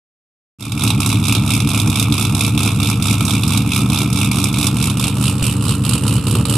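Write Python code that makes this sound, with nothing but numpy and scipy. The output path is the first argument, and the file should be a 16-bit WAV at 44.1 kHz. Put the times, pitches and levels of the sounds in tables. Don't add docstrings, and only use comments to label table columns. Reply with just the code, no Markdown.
import sys
import numpy as np
from scipy import signal
from scipy.fft import rfft, irfft, next_fast_len
from scipy.io import wavfile
from scipy.ndimage import uniform_filter1d

SR = 44100
rng = np.random.default_rng(int(sys.argv[2]) if len(sys.argv) > 2 else 0)


def inscribe(sig):
    pcm = np.round(np.clip(np.atleast_2d(sig).T, -1, 1) * 32767)
    wavfile.write(sys.argv[1], SR, pcm.astype(np.int16))


N = 289737

# strength_db, offset_s, puff_accent_db
LOPE = [(3.5, -0.0067, 0), (-15, -0.005, -1.5), (4, -0.0057, 2.5), (3, 0.0054, -.5), (-1.7, -0.0044, -0.5),
        (-5, -0.0036, 1.5), (6.5, -0.0004, -0.5), (2.5, -0.0026, 0), (4.5, -0.0045, 0), (-5, -0.0029, -.5),
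        (0.8, -0.0068, 1.5), (3.5, -0.0051, 1), (3.5, -0.0046, 2.5), (6.5, -0.0063, -1.5),
        (-8.7, -0.001, .5), (2.5, -0.0045, 0.5)]


def firing_times():
    # time_s, firings_per_s
    idle_speed = [(0.58, 70.55), (1.2, 71.92), (1.7, 70.76), (2.05, 71.28), (2.4, 70.77), (2.85, 71.22),
                  (3.4, 70.73), (4.2, 70.41), (5.0, 70.26), (5.7, 70.45), (6.15, 69.17), (6.57, 70.64)]
    t = np.arange(N) / SR
    running = t >= idle_speed[0][0]
    quarter_turns = np.cumsum(curve(idle_speed) * running) / SR
    firings = np.arange(int(quarter_turns[-1]) + 1)
    return t[np.searchsorted(quarter_turns, firings, side="right").clip(0, N - 1)]


def rumble(times, scatter_db=1.5, drift_db=1.83, jitter_s=0.00025, drift_s=0.0005):
    # time_s, level_db
    rumble_level = [(0.6, -14.5), (1.4, -13.8), (2.2, -14.8), (3.8, -14.3), (4.6, -15.5), (5.5, -15.4),
                    (6.5, -13.6)]
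    # frequency_hz, gain_db
    moved_tone = [(120, 2), (200, -1), (295, -2.5), (380, 0), (550, 8)]
    place = np.arange(len(times)) % len(LOPE)
    strength_db, offset_s, _ = np.array(LOPE)[place].T
    timing_noise, level_noise = rng.standard_normal((2, len(times)))
    timing_drift, level_drift = np.sin(times + rng.uniform(0, 2 * np.pi, (2, len(LOPE)))[:, place])
    onsets = times + offset_s + jitter_s * timing_noise + drift_s * timing_drift
    pulse_db = strength_db + scatter_db * level_noise + drift_db * level_drift
    boom = filtered(impulses(onsets, amp(pulse_db)), exhaust_response)
    boom = unit(microphone_move(boom, filtered(boom, lambda hz: amp(along(moved_tone, hz)))))
    start = round(times[0] * SR)
    power = np.pad(uniform_filter1d(boom[start:] ** 2, size=20000), (start, 0), mode="edge")
    return amp(curve(rumble_level)) * boom / np.sqrt(np.abs(power) + 1e-9)


def exhaust_response(hz, silencer_hz=(50, 360)):
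    # pitch_hz, width_hz, level_db
    pipe_modes = [(52.6, 11.7, -11), (75.6, 12.5, -12), (102.5, 5.07, 7), (130, 27, 0.5),
                  (175.8, 13.2, -8.5), (194.5, 12.5, -2.5), (233.9, 16, -5), (271.1, 15.7, -8),
                  (294.5, 11.6, -2), (363.7, 12.5, -17), (460.9, 11.8, -14)]
    pipe = sum((-1) ** k * amp(db) * 1j * hz * width / (pitch ** 2 - hz ** 2 + 1j * hz * width)
               for k, (pitch, width, db) in enumerate(pipe_modes))
    silencer = signal.butter(3, silencer_hz, "band", analog=True)
    return pipe * signal.freqs(*silencer, hz)[1]


def gas_flow(times, first_lull_s=0.7333, lull_db=11.5, narrowness=3.63, stumble_db=2.5):
    # time_s, lulls_per_s
    lull_rate = [(1.3, 4.427), (2.8, 4.489), (4.2, 4.576), (5.1, 4.769), (6.5, 4.65)]
    # time_s, level_db
    full_flow = [(0.6, -22.3), (2.0, -21.3), (3.4, -20.6), (4.6, -21.6), (5.3, -23.3), (6.5, -22.7)]
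    t = np.arange(N) / SR
    surges = np.cumsum(curve(lull_rate)) / SR
    phase = np.interp(times, t, surges) - np.interp(first_lull_s, t, surges)
    lull = np.abs(np.cos(np.pi * phase)) ** narrowness
    depth_db = lull_db + stumble_db * rng.standard_normal(len(times))
    return np.interp(times, *np.transpose(full_flow)) - depth_db * lull


def gas_puffs(times, scatter_db=1.5, jitter_s=0.00095, held_back_db=3.0):
    # start_s, strength_db
    spits = [(0.65, -17.5), (0.7186, -17.5), (0.775, -22), (0.875, -16.5), (0.902, -18), (1.0015, -20.5),
             (1.126, -19.5), (1.2808, -16), (1.349, -17.5), (1.503, -17), (1.6011, -19), (1.672, -20.5),
             (1.798, -18), (1.8982, -22), (1.9555, -18.5), (1.9958, -17), (2.0246, -18.5), (2.1224, -19.5),
             (2.1784, -17.5), (2.249, -18.5), (2.3478, -18), (2.4465, -17.5), (2.5755, -19), (2.8, -21),
             (2.8975, -18.5), (3.0227, -19), (3.2058, -19.5), (3.2498, -20.5), (3.3342, -21), (3.4334, -19),
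             (3.4765, -20), (3.5734, -16), (3.717, -18.5), (3.8988, -21), (4.127, -23), (4.313, -20),
             (4.4393, -17.5), (4.54, -20.5), (4.6668, -16), (4.767, -23), (4.8246, -20), (4.9952, -18.5),
             (5.0788, -20), (5.2784, -19.5), (5.4246, -21), (5.891, -18), (5.933, -18.5), (6.3504, -18.5),
             (6.4519, -21.5)]
    accent_db = np.array(LOPE)[np.arange(len(times)) % len(LOPE), -1]
    strength_db = gas_flow(times) + accent_db + scatter_db * rng.standard_normal(len(times))
    onsets = times + jitter_s * rng.standard_normal(len(times))
    spit_s, spit_db = np.transpose(spits)
    nearest = np.abs(times - spit_s[:, None]).argmin(axis=1)
    onsets[nearest] = spit_s
    strength_db[nearest - 1] -= held_back_db
    strength_db[nearest] = spit_db
    return onsets, strength_db


def flares(puffs, growth, scatter_db, rise_s, decay_s, tail_db, tail_s):
    onsets, strength_db = puffs
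    usual_db = np.percentile(strength_db, 75)
    level_db = usual_db + growth * (strength_db - usual_db)
    level_db += scatter_db * rng.standard_normal(len(onsets))
    t = np.arange(SR // 10) / SR
    attack = 1 - np.exp(-(t / rise_s) ** 2)
    release = np.exp(-t / decay_s) + amp(tail_db) * np.exp(-t / tail_s)
    puff_power = (attack * release) ** 2
    puff_power *= np.mean(np.diff(onsets)) * SR / np.sum(puff_power)
    power = signal.fftconvolve(impulses(onsets, amp(level_db) ** 2), puff_power)[:N]
    return np.sqrt(np.abs(power)) * turbulence()


def turbulence():
    # frequency_hz, correlation
    likeness = [(500, 0.91), (2500, 0.85), (4000, .68), (8000, 0.22), (12000, 0.18)]

    def spread(hz):
        angle = np.arccos(np.clip(along(likeness, hz), -1, 1)) / 2
        return np.array([np.cos(angle), np.sin(angle)])

    mid, side = filtered(rng.standard_normal((2, N)), spread)
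    return np.array([mid + side, mid - side])


def gas_jet(puffs, crack_hz=3100, sizzle_hz=4600):
    # frequency_hz, density_db
    jet_before = [(1000, -57), (1700, -35), (1970, -28.5), (2170, -5.5), (2360, 1), (2660, 0.5),
                  (3050, -13.5), (3560, 2), (3890, -3), (4340, -14), (5210, -7), (6730, -11), (9430, -7.5),
                  (12600, -14), (15000, -37)]
    # frequency_hz, density_db
    jet_after = [(1000, -33), (1700, -29), (2210, -15), (2680, -0.5), (2940, 0.5), (3400, -9), (3790, -5.5),
                 (4340, -7), (6260, -15), (7710, -3.5), (9340, -3.5), (13900, -19.5), (15000, -51)]
    rasp = flares(puffs, growth=0.74, scatter_db=2.5,
                  rise_s=0.002, decay_s=0.0019, tail_db=-17.5, tail_s=0.028)
    crack = flares(puffs, growth=1.2, scatter_db=2.5,
                   rise_s=0.0016, decay_s=0.0014, tail_db=-20.5, tail_s=0.024)
    sizzle = flares(puffs, growth=1.01, scatter_db=1.54,
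                    rise_s=0.004, decay_s=0.0021, tail_db=-25, tail_s=0.016)
    gas = band(rasp, 1, crack_hz) + band(crack, crack_hz, sizzle_hz) + band(sizzle, sizzle_hz, SR)
    return microphone_move(coloured(gas, jet_before), coloured(gas, jet_after))


def chuff(puffs, throat_hz=(340, 570)):
    # frequency_hz, density_db
    chuff_before = [(200, -24), (370, 4.5), (415, -14.5), (460, -2), (520, -16.5), (570, -13.5),
                    (660, -2.5), (780, -4), (860, 1.5), (1000, -1.5), (1320, 4), (1500, -11.5), (1700, -21),
                    (2100, -28.5)]
    # frequency_hz, density_db
    chuff_after = [(200, -22), (370, 6.5), (410, -4.5), (460, 6), (540, 1.5), (720, -9.5), (850, 0),
                   (1100, 2), (1350, 3), (1550, -9.5), (2000, -13.5), (2600, -34)]
    # time_s, gain_db
    throat_swell = [(5.9, -30), (6.2, -8), (6.4, 0), (6.57, -6)]
    gas = flares(puffs, growth=0.45, scatter_db=1.74,
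                 rise_s=0.0018, decay_s=0.0035, tail_db=-13.0, tail_s=0.034)
    before, after = coloured(gas, chuff_before), coloured(gas, chuff_after)
    throat = amp(curve(throat_swell)) * band(after, *throat_hz)
    return microphone_move(before, after) + throat


def microphone_move(before, after):
    # time_s, share_of_later_colour
    move = [(4.5, 0.14), (5.4, 0.81), (5.9, 0.93)]
    moved = np.clip(curve(move), 0, 1)
    return (1 - moved) * before + moved * after


def knock(decay_s=0.0042):
    # start_s, level_db
    knocks = [(5.423, -10)]
    start_s, level_db = np.transpose(knocks)
    push = np.exp(-np.arange(SR // 10) / SR / decay_s)
    return signal.fftconvolve(impulses(start_s, amp(level_db)), push)[:N]


def outdoor_air(level_db=-35.5):
    # frequency_hz, density_db
    air_colour = [(15, -17), (35, -19), (100, -3), (500, -18.5), (1800, -38), (14000, -62)]
    return amp(level_db) * coloured(rng.standard_normal((2, N)), air_colour)


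def amp(db):
    return 10 ** (np.asarray(db) / 20)


def unit(x):
    return x / np.sqrt(np.mean(x ** 2) + 1e-20)


def along(points, hz):
    point_hz, values = np.transpose(points)
    return np.interp(np.log(hz + 1), np.log(point_hz + 1), values)


def curve(rows):
    return np.interp(np.arange(N) / SR, *np.transpose(rows))


def impulses(times, sizes):
    return np.bincount(np.clip(np.round(times * SR).astype(int), 0, N), sizes, N + 1)[:N]


def filtered(x, response):
    size = next_fast_len(N + SR // 2)
    return irfft(rfft(x, size) * response(np.fft.rfftfreq(size, 1 / SR)), size)[..., :N]


def coloured(x, spectrum):
    return filtered(x, lambda hz: unit(amp(along(spectrum, hz))))


def band(x, low_hz, high_hz):
    below = lambda hz, edge: 1 / (1 + (hz / edge) ** 12)
    return filtered(x, lambda hz: np.sqrt(np.abs(below(hz, high_hz) - below(hz, low_hz))))


def scene(chuff_db=-7.5):
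    # frequency_hz, left_minus_right_db
    balance = [(100, -0.5), (300, 0), (560, -2.5), (1300, -3), (2000, -2), (2600, 2), (3400, -6.5),
               (4000, -9), (5200, -13), (6500, 0), (8200, -22.5), (10500, -9), (13000, -23)]

    def pan(hz):
        left_db = along(balance, hz)
        return 2 / (1 + amp([-left_db, left_db]))

    times = firing_times()
    boom = rumble(times)
    puffs = gas_puffs(times)
    exhaust = boom + amp(chuff_db) * chuff(puffs) + gas_jet(puffs)
    return filtered(exhaust, pan) + outdoor_air() + knock()


def record(dry, ceiling=0.88, top_hz=14900):
    # time_s, gain_db
    fade_in = [(0.583, -120), (0.587, -29.5), (0.61, -15), (0.7, -9), (0.85, -1)]
    limited = np.clip(dry * amp(curve(fade_in)), -ceiling, ceiling)
    return filtered(limited, lambda hz: 1 / np.sqrt(1 + (hz / top_hz) ** 200))


dry = scene()
out = record(dry)
inscribe(out)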